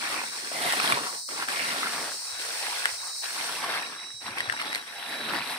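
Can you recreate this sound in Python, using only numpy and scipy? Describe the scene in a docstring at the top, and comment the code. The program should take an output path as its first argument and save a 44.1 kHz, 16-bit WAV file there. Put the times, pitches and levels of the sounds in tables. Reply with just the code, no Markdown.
"""A blade sweeps and digs through dry leaf litter, near and wandering between the ears. Each push sums damped
leaf fractures and shaped noise into crunch, tearing, pressed litter and crisp edges. Stalks snap as decaying
sines with noise splinters; scrapes are noise ringing around a gliding pitch. Behind it shaped noise makes a
cicada chorus and a faint forest murmur, and two insects whistle sine tones. The carried camera adds low
shudders, low bumps come from the camera and the heavier snaps, and the digging gets a short forest scatter."""
import sys
import numpy as np
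from scipy import signal
from scipy.fft import rfft, irfft, next_fast_len
from scipy.io import wavfile
from scipy.ndimage import uniform_filter1d, map_coordinates

SR = 44100
rng = np.random.default_rng(int(sys.argv[2]) if len(sys.argv) > 2 else 0)


def master_out(mix):
    """Clip the mix to full scale and print it as 16-bit PCM to the path in sys.argv[1]."""
    frames = np.transpose(np.atleast_2d(mix))
    ceiling = np.clip(frames, -1, 1)
    pcm = np.round(ceiling * 32767).astype(np.int16)
    wavfile.write(sys.argv[1], SR, pcm)


N = 246413  # length in samples


def amp(db):
    """Decibels to gain."""
    return 10 ** (np.asarray(db) / 20)


def unit(x):
    """Scale to rms 1."""
    return x / np.sqrt(np.mean(x ** 2) + 1e-20)


def along(points, hz):
    """Read (f/Hz, value) points on a log frequency axis."""
    f, v = np.transpose(points)
    return np.interp(np.log(hz + 1), np.log(f), v)


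def curves(rows):
    """One automation curve, a value per sample, for each column after the time."""
    s, *cols = np.transpose(rows)
    return [np.interp(np.arange(N) / SR, s, c) for c in cols]


def wobble(rate):
    """A smooth random curve with rate knots a second."""
    knots = rng.standard_normal(int(N * rate / SR) + 4)
    return map_coordinates(knots, [np.arange(N) * rate / SR])


def panned(db, pan_db):
    """Left and right gains around a level, pan_db apart."""
    return amp(db + np.array([[pan_db], [-pan_db]]) / 2)


def noise():
    """Two unrelated channels of white noise."""
    return rng.standard_normal((2, N))


def filtered(x, response):
    """Multiply the spectrum of x by a response of frequency."""
    m = next_fast_len(N + SR // 4)
    return irfft(rfft(x, m) * response(np.fft.rfftfreq(m, 1 / SR)), m)[..., :N]


def coloured(pair, spectrum, alike):
    """Two unrelated signals become a stereo sound of rms 1 with this spectrum and left-right likeness."""
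    def mid_side(hz):
        turn = np.arccos(np.clip(along(alike, hz), -1, 1)) / 2
        return amp(along(spectrum, hz)) * [np.cos(turn), np.sin(turn)]
    mid, side = filtered(pair, mid_side)
    return unit(np.array([mid + side, mid - side]))


# colour of the forest murmur: f/Hz, relative level/dB per Hz
MURMUR_SPECTRUM = [(25, -16), (200, -7), (800, -3), (2000, 0), (6000, -28)]
MURMUR_DB = -68


def forest_murmur():
    """Faint steady noise, the air of the still forest."""
    return amp(MURMUR_DB) * coloured(noise(), MURMUR_SPECTRUM, LITTER_LIKENESS)


# chorus fader, before a fixed trim: t/s, level/dB
CHORUS_LEVEL = [(0, -39), (1.2, -38), (3.44, -37.5), (3.75, -45.5), (4.6, -47.5), (5.1, -53.5), (5.59, -50)]
# colour of the chorus ahead: f/Hz, relative level/dB per Hz
CICADA_SPECTRUM = [(2500, -50), (3600, -22), (4000, -5), (4300, 4), (4850, 0), (5500, 4), (6400, -5),
                   (7300, -4.5), (8500, 2), (9400, 0), (10300, -23.5), (15500, -13)]
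# equaliser for the chorus off to the side: f/Hz, gain/dB
CHORUS_ASIDE = [(4000, -7), (5900, 5.5), (6700, -11), (7600, 1), (9400, 0.5), (10500, -9), (15500, -4)]
TURN_S, TURN_LENGTH_S = 3.4, 0.35  # the camera turns away from the chorus


def cicadas():
    """Many far cicadas merge into a hiss that fades and changes colour as the camera turns."""
    chorus_db, = curves(CHORUS_LEVEL)
    ahead = coloured(noise(), CICADA_SPECTRUM, [(4000, 0.0016), (9000, 0)])
    aside = filtered(ahead, lambda hz: amp(along(CHORUS_ASIDE, hz)))
    turn = np.clip((np.arange(N) / SR - TURN_S) / TURN_LENGTH_S, 0, 1)
    level = amp(chorus_db + 2.0 + wobble(24.94))
    return level * (ahead + turn * (aside - ahead))


WHISTLE_ROUGH_DB = 2.2  # depth of the random level flutter of both whistling insects
# the farther insect's single swell: start t/s, length t/s, level/dB before the swell, pitch f/Hz
FAR_SWELL = (2.95, .6, -48.5, 4253)


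def far_whistle():
    """A farther insect, pitched a little higher, swells once out of the chorus and sinks back."""
    start, length, db, hz = FAR_SWELL
    t = np.arange(N) / SR
    swell = np.sin(np.pi * np.clip((t - start) / length, 0, 1))
    tone = np.array([np.sin(2 * np.pi * hz * t + .6 * wobble(25)) for ear in range(2)])
    return amp(db) * swell * unit(tone * amp(WHISTLE_ROUGH_DB * wobble(60)))


# swells of the held whistle: start t/s, length t/s, level/dB before a fixed trim, left minus right level/dB
WHISTLE_SWELLS = [(0.235, 0.14, -43, 2), (1.15, .12, -52, -2), (1.3, .11, -51, 2), (1.64, 0.07, -42, 3),
                  (2.06, .12, -47, -3), (2.25, .2, -42, 5), (2.57, .2, -47.5, 0),
                  (2.975, 0.065, -44.5, -12), (3.05, 0.13, -44.5, -14), (3.16, 0.125, -42.5, 4),
                  (3.52, .1, -48, 4), (3.805, 0.11, -42.5, -9), (3.95, 0.11, -40.5, -7),
                  (4.035, 0.115, -40.5, -10), (4.125, 0.125, -41, -8), (4.255, 0.05, -42, 0),
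                  (4.31, 0.03, -46, 6), (4.41, 0.075, -40.5, -3), (4.51, 0.095, -43.5, -4),
                  (4.645, 0.125, -41, -6), (4.772, 0.058, -42, -6), (4.865, 0.06, -48, -9),
                  (4.945, 0.135, -42, -2), (5.06, 0.09, -40, -4), (5.13, 0.125, -38, -5),
                  (5.23, .12, -37, -5), (5.335, .09, -39.5, -6), (5.44, 0.14, -42.5, -3)]
WHISTLE_HZ, WHISTLE_DRIFT_HZ = 3893, 7
WHISTLE_TRIM_DB = -5.0
WHISTLE_FLOOR_DB = -52  # the level that the held tone fades to between swells, before the trim


def whistle():
    """One insect holds a continuous whistle that swells and fades, drifting in pitch and fluttering in level."""
    gain = np.full((2, N + SR), amp(WHISTLE_FLOOR_DB))
    for start, length, db, pan_db in WHISTLE_SWELLS:
        a, n = round(start * SR), round(length * SR)
        gain[:, a:a + n] += panned(db, pan_db) * signal.windows.tukey(n, .5)
    pitch_hz = WHISTLE_HZ + WHISTLE_DRIFT_HZ * wobble(3) + 9 * wobble(90)
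    phase = 2 * np.pi * np.cumsum(pitch_hz) / SR
    # paths through the trees shift the whistle differently at each ear
    tone = np.array([np.sin(phase + .4 * wobble(8)) for ear in range(2)])
    fluttering = unit(tone * amp(WHISTLE_ROUGH_DB * wobble(110)))
    return gain[:, :N] * amp(WHISTLE_TRIM_DB) * fluttering


# colour of the shudder: f/Hz, relative level/dB per Hz
SHUDDER_SPECTRUM = [(20, -23), (45, -17), (80, 2), (115, 5), (200, -12), (600, -27), (2000, -50)]
# low bumps, some from the carried camera, some the body thuds of heavier snapping stalks: t/s, nominal
# level/dB, pitch f/Hz
BUMPS = [(.09, -49, 140), (.64, -46, 110), (0.919, -32, 129), (2.32, -47, 85), (2.44, -56, 90),
         (2.92, -46, 90), (3.02, -53, 85), (3.73, -50, 85), (4.137, -44, 115), (4.24, -43, 105),
         (4.303, -37, 110), (4.395, -39, 115), (4.475, -38, 108), (4.511, -44, 105), (5.389, -41, 111)]
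RUMBLE_DB, SHAKE_DB = -74.5, -58  # nominal steady rumble; ground shake relative to the crunch gain


def handling(effort):
    """Dull shudders that grow with the digging, and decaying low bumps, both stronger on the right."""
    rumble = (amp(RUMBLE_DB) + amp(SHAKE_DB) * effort) * amp(2.3 * wobble(6.6))
    t = np.arange(SR // 6) / SR
    knocks, jolts = np.zeros((2, N + SR))
    for s, db, hz in BUMPS:
        start = round(s * SR)
        blow = amp(db) * (1 - np.exp(-t / 0.0086))
        knocks[start:][:len(t)] += blow * amp(2 - 60 * t / 0.068) * np.sin(2 * np.pi * hz * t)
        jolts[start:][:len(t)] += blow * amp(-12.5 - 60 * t / 0.16)
    shudder = (rumble + jolts[:N]) * coloured(noise(), SHUDDER_SPECTRUM, [(50, .1), (150, 0.2)])
    bumps = signal.sosfilt(signal.butter(2, 75, "high", fs=SR, output="sos"), knocks[:N])
    return shudder * amp([[-4], [2.5]]) + bumps * amp([[-1.5], [1.5]])


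# decay of the forest scatter: f/Hz, t60 t/s
FOREST_DECAY = [(200, 0.055), (2000, 0.19), (12000, 0.052)]


def forest_scatter(x):
    """Trunks and ground answer with a short noise tail whose decay time depends on frequency."""
    hz, t, z = signal.stft(rng.standard_normal((2, SR // 4)), SR, nperseg=256)
    decay = amp(-60 * t / along(FOREST_DECAY, hz)[:, None])
    tail = signal.istft(z * decay, SR, nperseg=256)[1]
    return signal.fftconvolve(x, tail / np.linalg.norm(tail[0]), axes=1)[:, :N]


def turned(pair, delay_ms):
    """A sound off to one side reaches one ear earlier than the other."""
    n = np.arange(N)
    shift = delay_ms * SR / 2000  # half the delay in samples, later at the left and earlier at the right
    return np.array([map_coordinates(x, [n + side * shift], order=3) for x, side in zip(pair, (-1, 1))])


# the blade rubs along soil and stiff leaves:
# start t/s, end t/s, level/dB before the fades, first resonance f/Hz, last resonance f/Hz, width f/Hz
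SCRAPE_GLIDES = [(0.04, 0.2, -42, 1400, 1200, 350), (0.83, 0.93, -37, 3600, 4200, 900),
                 (0.525, 0.69, -40, 760, 670, 200), (0.53, 0.66, -40, 2120, 2010, 260),
                 (0.65, 0.75, -35.5, 2030, 1920, 260), (0.62, 0.73, -39, 3750, 3350, 600),
                 (1.503, 1.76, -40, 2300, 2100, 400), (1.82, 2.0, -45, 1350, 1100, 300),
                 (3.555, 3.824, -42, 1080, 980, 300), (4.909, 5.243, -48, 780, 690, 222)]


def scrapes():
    """While the blade slides, its chatter excites one broad resonance that drifts as the contact moves."""
    out = np.zeros((2, N))
    for start, end, db, first_hz, last_hz, width_hz in SCRAPE_GLIDES:
        a, b = round(start * SR), min(round(end * SR), N)
        push = rng.standard_normal((3, b - a)) + 1j * rng.standard_normal((3, b - a))
        lowpass = signal.butter(2, width_hz / 2, fs=SR, output="sos")
        # one stream is common to both ears, one more belongs to each ear
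        chatter = signal.sosfilt(lowpass, push[0] + 0.49 * push[1:])
        glide_hz = np.linspace(first_hz, last_hz, b - a)
        ring = np.real(chatter * np.exp(2j * np.pi * np.cumsum(glide_hz) / SR))
        out[:, a:b] += amp(db) * unit(ring) * signal.windows.tukey(b - a, .35)
    return out


# snapping stalks and twigs: t/s, nominal level/dB, pitch f/Hz, left minus right level/dB,
# ring t60 t/s, splinter level/dB relative to the snap before its colour
STALK_SNAPS = [(.142, -20, 1150, 0, .016, -12), (.216, -19, 980, -1, .01, -11),
               (.237, -20, 912, 0, .014, -12), (.472, -26, 1800, 1, .016, -11),
               (.516, -23, 654, 0, .016, -11), (.723, -13, 1900, 3, .012, -9),
               (.736, -10.5, 900, 0, .006, -6), (.801, -13, 1300, -1, .014, -10),
               (.842, -11.5, 2400, 0, .005, -7), (.848, -14, 1010, 1, .01, -10),
               (.859, -15, 3400, 0, .007, -8), (.876, -10.5, 3200, 1, .007, -6),
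               (.8995, -8, 1090, 0, .009, -12), (.922, -9, 1190, 1, .014, -9),
               (.9232, -11.5, 2350, 0, .018, -8), (.931, -17, 1300, 0, .007, -9),
               (.973, -15, 1000, 0, .018, -18), (1.125, -28, 1200, 0, .008, -7),
               (1.289, -25, 1270, 1, .014, -9), (1.424, -19, 1400, 0, .02, -9),
               (1.486, -14, 1700, 1, .009, -6), (1.594, -20, 2000, 2, .008, -11),
               (1.618, -20, 2160, 1, .01, -11), (1.831, -16, 1280, 1, .02, -14),
               (1.87, -19, 1310, 0, .012, -9), (2.856, 0.5, 1950, 3, .0042, -9),
               (2.8585, -17, 1400, 1, .009, -14), (3.241, -23, 4260, -2, .02, -12),
               (3.495, -21, 1000, 3, .01, -10), (3.641, -16, 1080, 1, .018, -13),
               (3.824, -24, 1900, 1, .014, -8), (3.924, -26, 1170, 1, .01, -10),
               (4.104, -31, 1800, 1, .008, -8), (4.281, -24, 1100, 1, .014, -12),
               (4.374, -25, 1100, 1, .018, -15), (4.3835, -16, 2200, 4, .013, -9),
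               (4.4045, -11.5, 1900, 0, .012, -9), (4.454, -26, 3900, 1, .006, -6),
               (4.49, -20.5, 1400, 3, .006, -13), (4.498, -8.5, 1850, 5, .0105, -20),
               (4.524, -15, 1500, 1, .011, -7), (4.538, -24, 915, 4, .02, -20),
               (4.565, -24, 1840, 3, .012, -13), (4.597, -27, 1327, 2, .018, -9),
               (4.615, -18, 1250, 2, .014, -7), (4.622, -21, 2000, 0, .012, -8),
               (4.729, -18, 2070, 3, .012, -7), (4.7485, -14, 4150, 3, .009, -5),
               (4.7495, -19, 1900, 2, .008, -12), (4.757, -12.5, 2100, 1, .009, -7),
               (4.764, -23, 1500, 1, .01, -10), (4.779, -25, 2600, 0, .007, -5),
               (4.825, -28, 1560, 2, .007, -9), (4.877, -32, 2050, 1, .016, -16)]
# equaliser for the splinters: f/Hz, gain/dB
SPLINTER_COLOUR = [(100, -35), (600, -16), (1500, 2), (4200, 2), (5400, -4), (6700, -13.5), (8600, 3.5),
                   (11000, -9.5), (15500, -14)]
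SECOND_MODE, SECOND_MODE_DB = 1.46, -13  # a stalk's upper ring: ratio to its pitch, relative level
RATTLE_DB = -13  # the leaf that the stalk rattles, relative to the snap


def snaps():
    """A stalk gives way with a sharp pop and a spray of splinters, and rattles the leaf that lies on it."""
    pops, sprays = np.zeros((2, 2, N + SR))
    t = np.arange(SR // 12) / SR
    rise = 1 - np.exp(-t / 0.00025)
    for s, db, hz, pan_db, t60, splinter_db in STALK_SNAPS:
        gain = panned(db, pan_db) * rise
        swing = 2 * np.pi * hz * t + rng.normal(0, 0.45, (2, 1))  # a random phase at each ear
        modes = np.sin(swing) + amp(SECOND_MODE_DB) * np.sin(SECOND_MODE * swing)
        pop = modes * amp(-60 * t / t60)
        band = signal.butter(2, [hz * 0.2, min(hz * 2, SR / 3)], "band", fs=SR, output="sos")
        leaf = unit(signal.sosfilt(band, rng.standard_normal((2, len(t)))))
        # the leaf takes a millisecond or two to start rattling
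        rattle = (1 - np.exp(-t / 0.0019)) * leaf * amp(-60 * t / (t60 + 0.0051))
        spray = rng.standard_normal((2, len(t))) * amp(splinter_db - 60 * t / (1.6 * t60))
        start = round(s * SR)
        pops[:, start:start + len(t)] += gain * (pop + amp(RATTLE_DB) * rattle)
        sprays[:, start:start + len(t)] += gain * spray
    # thin stalks radiate no bass
    thin = signal.sosfilt(signal.butter(2, 350, "high", fs=SR, output="sos"), pops[:, :N])
    return thin + filtered(sprays[:, :N], lambda hz: amp(along(SPLINTER_COLOUR, hz)))


def crackles(rate, pitch_hz, spread, cycles, scatter_db, rub_db, size=160):
    """Two streams of tiny leaf fractures, each a short damped ring, over the noise of leaves rubbing."""
    count = int(rate * N / SR)  # rate is in fractures a second
    when, strength, angle, chance = rng.random((count, 4)).T
    hz = np.clip(pitch_hz * np.exp(spread * (2 * chance - 1)), 100, SR / 2.2)
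    turns = hz[:, None] * np.arange(size) / SR
    # most fractures are weak, a few are strong
    force = amp(-scatter_db * np.log(1 - .985 * strength)) * np.sqrt(hz)
    rings = force[:, None] * np.sin(2 * np.pi * turns) * np.exp(-turns / cycles)
    index = ((when * N).astype(int)[:, None] + np.arange(size)).ravel()
    pair = []
    for way in (np.cos, np.sin):
        share = way(2 * np.pi * angle)[:, None]
        pair.append(np.bincount(index, (rings * share).ravel(), N)[:N])
    # above its own pitch a fracture still carries a sharp edge
    edged = filtered(np.array(pair), lambda hz: np.sqrt(hz / pitch_hz))
    return unit(unit(edged) + amp(rub_db) * noise())


LEAF_COLOUR_DB, LEAF_WIDTH_HZ, LEAF_CONTACT_S = 1.9, 300, .05  # rms tint; smoothing over pitch and time


def leaf_by_leaf(pair):
    """Each leaf that the blade passes lends its own broad resonances, so the colour keeps shifting."""
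    hz, t, z = signal.stft(pair, SR, nperseg=512)
    field = rng.standard_normal(z.shape[1:])
    for _ in range(2):
        field = uniform_filter1d(field, round(LEAF_WIDTH_HZ / hz[1]), axis=0)
        field = uniform_filter1d(field, round(LEAF_CONTACT_S / t[1]), axis=1)
    tint = unit(amp(LEAF_COLOUR_DB * unit(field)))
    return signal.istft(z * tint, SR, nperseg=512)[1][:, :N]


# pushes through the litter: start t/s, length t/s, nominal crunch level/dB halfway,
# swell over the push level/dB, then relative to the crunch: tearing level/dB, pressed litter level/dB,
# crisp edges level/dB; initial settling level/dB per s, delay of the left ear t/ms
PUSHES = [(-.01, 0.14, -36, 5.5, 1.5, -10.5, -14, 92, 0.21),
          (0.16, 0.075, -41.5, -2, 4.5, -8, -16, 74, 0.18), (0.309, 0.15, -43, 2, 2, -14.5, -12, 74, 0.17),
          (0.509, 0.078, -38, 4, -2.5, -12, -9.5, 74, 0.26),
          (0.604, 0.14, -32.5, 0.5, -2, -11.5, -7.5, 120, 0.31),
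          (0.752, 0.052, -32.5, 5, 2, -11, -16, 120, 0.24),
          (0.809, 0.11, -29.5, 2, -3.5, -11.5, -12, 280, 0.18),
          (0.927, 0.038, -28, -1, -7, -9, -18, 110, 0.33), (1.016, 0.037, -35, 0, -11, -16, -12, 114, 0.18),
          (1.109, 0.057, -39, -11.5, -13, -12, -17, 230, 0.22),
          (1.276, 0.087, -40.5, 6, -4, -8.5, -20, 74, 0.25),
          (1.367, 0.065, -37.5, 5, 2, -9.5, -16, 260, 0.15),
          (1.472, 0.39, -34.5, 1.5, 1, -11.5, -12.5, 78, 0.32),
          (1.905, 0.19, -35.5, -3, -5, -12.5, -13.5, 117, 0.0045),
          (2.153, 0.21, -47.5, 8, 2, -23, -17, 74, -0.15),
          (2.378, 0.46, -38, 4, 1.5, -23.5, -10, 64, -0.12),
          (2.984, 0.092, -43, -1.5, -5, -37, -31, 110, -0.14),
          (3.143, 0.039, -52, -5, 2.5, -20, -24, 74, 0.1), (3.216, 0.18, -42.5, -1, 3, -19, -8, 74, 0.11),
          (3.333, 0.21, -39, 7, 1.5, -13, -10, 71, 0.13),
          (3.602, 0.16, -34.5, 4, 2, -14.5, -17, 102, -0.076),
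          (3.82, 0.11, -43.5, 2, 2.5, -12.5, -31, 90, -0.16),
          (3.978, 0.065, -49.5, 0.5, 2.5, -12, -30, 74, -0.078),
          (4.203, 0.034, -44, 1, -1, -17, -17, 74, -0.13),
          (4.246, 0.061, -38, -2.5, 0, -9.5, -25, 108, -0.065),
          (4.35, 0.059, -37, -1, 2, -14, -29, 250, -0.19),
          (4.419, 0.29, -41, -1, 2, -11.5, -31, 100, -0.26),
          (4.578, 0.038, -40, -4, 7, -7, -38, 150, -0.18),
          (4.638, 0.14, -40.5, 2, 1.5, -12.5, -13, 111, -0.23),
          (4.851, 0.29, -45, 9, 5, -13, -10, 74, -0.056), (5.078, .28, -38.5, 13, 1, -7, -16.5, 66, -0.037),
          (5.423, 0.09, -39.5, 8, 2.5, -10.5, -10.5, 68, -0.04)]
BITE_S, SETTLE_SPEEDUP_S = 0.019, 0.3  # the blade bites; the leaves settle after the push, ever faster


def pushes():
    """Gains of the four litter layers: each push bites, swells as leaves pile up, then dies away."""
    power = np.zeros((4, N))
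    for start, length, db, swell_db, tearing_db, pressed_db, crisp_db, settle_db_per_s, _ in PUSHES:
        t = np.maximum(np.arange(N) / SR - start, 0)
        after = np.maximum(t - length, 0)
        push_db = db + swell_db * (np.minimum(t / length, 1) - .5)
        settle_db = settle_db_per_s * after * (1 + after / SETTLE_SPEEDUP_S)
        gain = np.minimum(t / BITE_S, 1) * amp(push_db - np.minimum(settle_db, 120))
        power += (amp([[0], [tearing_db], [pressed_db], [crisp_db]]) * gain) ** 2
    return np.sqrt(power)


# colours of the litter layers, each: f/Hz, relative level/dB per Hz
CRUNCH_SPECTRUM = [(100, -82), (300, -9), (480, -3.5), (680, -1.5), (900, 2), (1150, 0.5), (1500, -3.5),
                   (2000, -4.5), (2800, -19), (4200, -12), (6700, -38), (16000, -52)]
BRITTLE_SPECTRUM = [(200, -47), (700, 5), (1300, 2), (2200, -3), (3000, -8), (4400, 0), (6700, -18),
                    (8600, -9), (15500, -26)]
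TEARING_SPECTRUM = [(700, -39), (1400, 2.5), (2100, 2), (2600, 0.5), (3000, -4), (3600, -1.5), (4200, -2.5),
                    (5300, -9), (6700, -26), (8600, -9.5), (12000, -8.5), (16000, -49)]
PRESSED_SPECTRUM = [(25, -64), (70, -34), (105, -17), (150, -5), (210, -0.5), (280, 2.5), (420, -2),
                    (800, -23), (2000, -60)]
CRISP_SPECTRUM = [(1000, -24), (2500, 3), (4200, 1), (5300, -4.5), (6700, -10), (8800, 0.5), (10500, -2),
                  (12500, -6.5), (15500, -19)]
# stereo width of the litter, also used by the murmur: f/Hz, left-right likeness (1 = mono)
LITTER_LIKENESS = [(100, 0.98), (500, 0.95), (1100, 0.76), (1800, 0.34), (3200, 0.2), (5000, 0.34),
                   (12000, 0.07)]
BRITTLE_DB = -6.5  # stiff leaf ribs breaking, relative to the crunch gain


def litter(gains):
    """The blade catches and slips: leaves break and tear, ribs crack, the layer beneath is pressed, edges sizzle."""
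    crunch_gain, tearing_gain, pressed_gain, crisp_gain = gains
    catch = wobble(130) + .7 * wobble(40)
    breaking = crackles(rate=1500, pitch_hz=1019, spread=0.79, cycles=1.3, scatter_db=3.0, rub_db=7.0)
    crunch = crunch_gain * amp(-3.5 + 0.99 * catch) * coloured(breaking, CRUNCH_SPECTRUM, LITTER_LIKENESS)
    ribs = crackles(rate=420, pitch_hz=2200, spread=.9, cycles=1.1, scatter_db=3, rub_db=-40)
    brittle = crunch_gain * amp(BRITTLE_DB) * coloured(ribs, BRITTLE_SPECTRUM, LITTER_LIKENESS)
    ripping = crackles(rate=1300, pitch_hz=2800, spread=0.765, cycles=3.5, scatter_db=3.2, rub_db=0)
    torn = coloured(ripping, TEARING_SPECTRUM, LITTER_LIKENESS)
    tearing = tearing_gain * amp(-1.33 + 0.27 * catch) * torn
    pressing = coloured(noise(), PRESSED_SPECTRUM, LITTER_LIKENESS)
    pressed = pressed_gain * amp(-3.5 + 1.7 * catch) * pressing
    edges = crackles(rate=2200, pitch_hz=6500, spread=.9, cycles=1.2, scatter_db=2.5, rub_db=-1, size=64)
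    crisp = crisp_gain * amp(8.0 + 0.55 * catch) * coloured(edges, CRISP_SPECTRUM, LITTER_LIKENESS)
    return leaf_by_leaf(crunch + tearing + pressed) + brittle + crisp


def scene():
    """Near digging, wandering from side to side with the blade, in front of the insects and the still forest."""
    gains = pushes()
    delay_ms, = curves([(start + length / 2, ms) for start, length, *_, ms in PUSHES])
    digging = turned(litter(gains) + snaps(), delay_ms) + scrapes()
    background = forest_murmur() + cicadas() + far_whistle() + whistle()
    return background + handling(gains[0]) + amp(-12.5) * forest_scatter(digging) + digging


# the two microphone ports differ in colour: f/Hz, left minus right level/dB
PORT_COLOUR = [(200, 0), (550, -1.5), (900, 0), (1300, 1.8), (1900, 2), (2600, -4), (3300, 0), (4400, 1),
               (8500, 0), (10000, -3.5), (12000, 0)]
TOP_HZ = 15650  # band limit


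def record(dry):
    """Each port colours the sound, and the camera keeps nothing above its band limit."""
    heard = filtered(dry, lambda hz: amp(along(PORT_COLOUR, hz) * np.array([[1], [-1]]) / 2))
    return filtered(heard, lambda hz: hz < TOP_HZ)


dry = scene()
out = record(dry)
master_out(out)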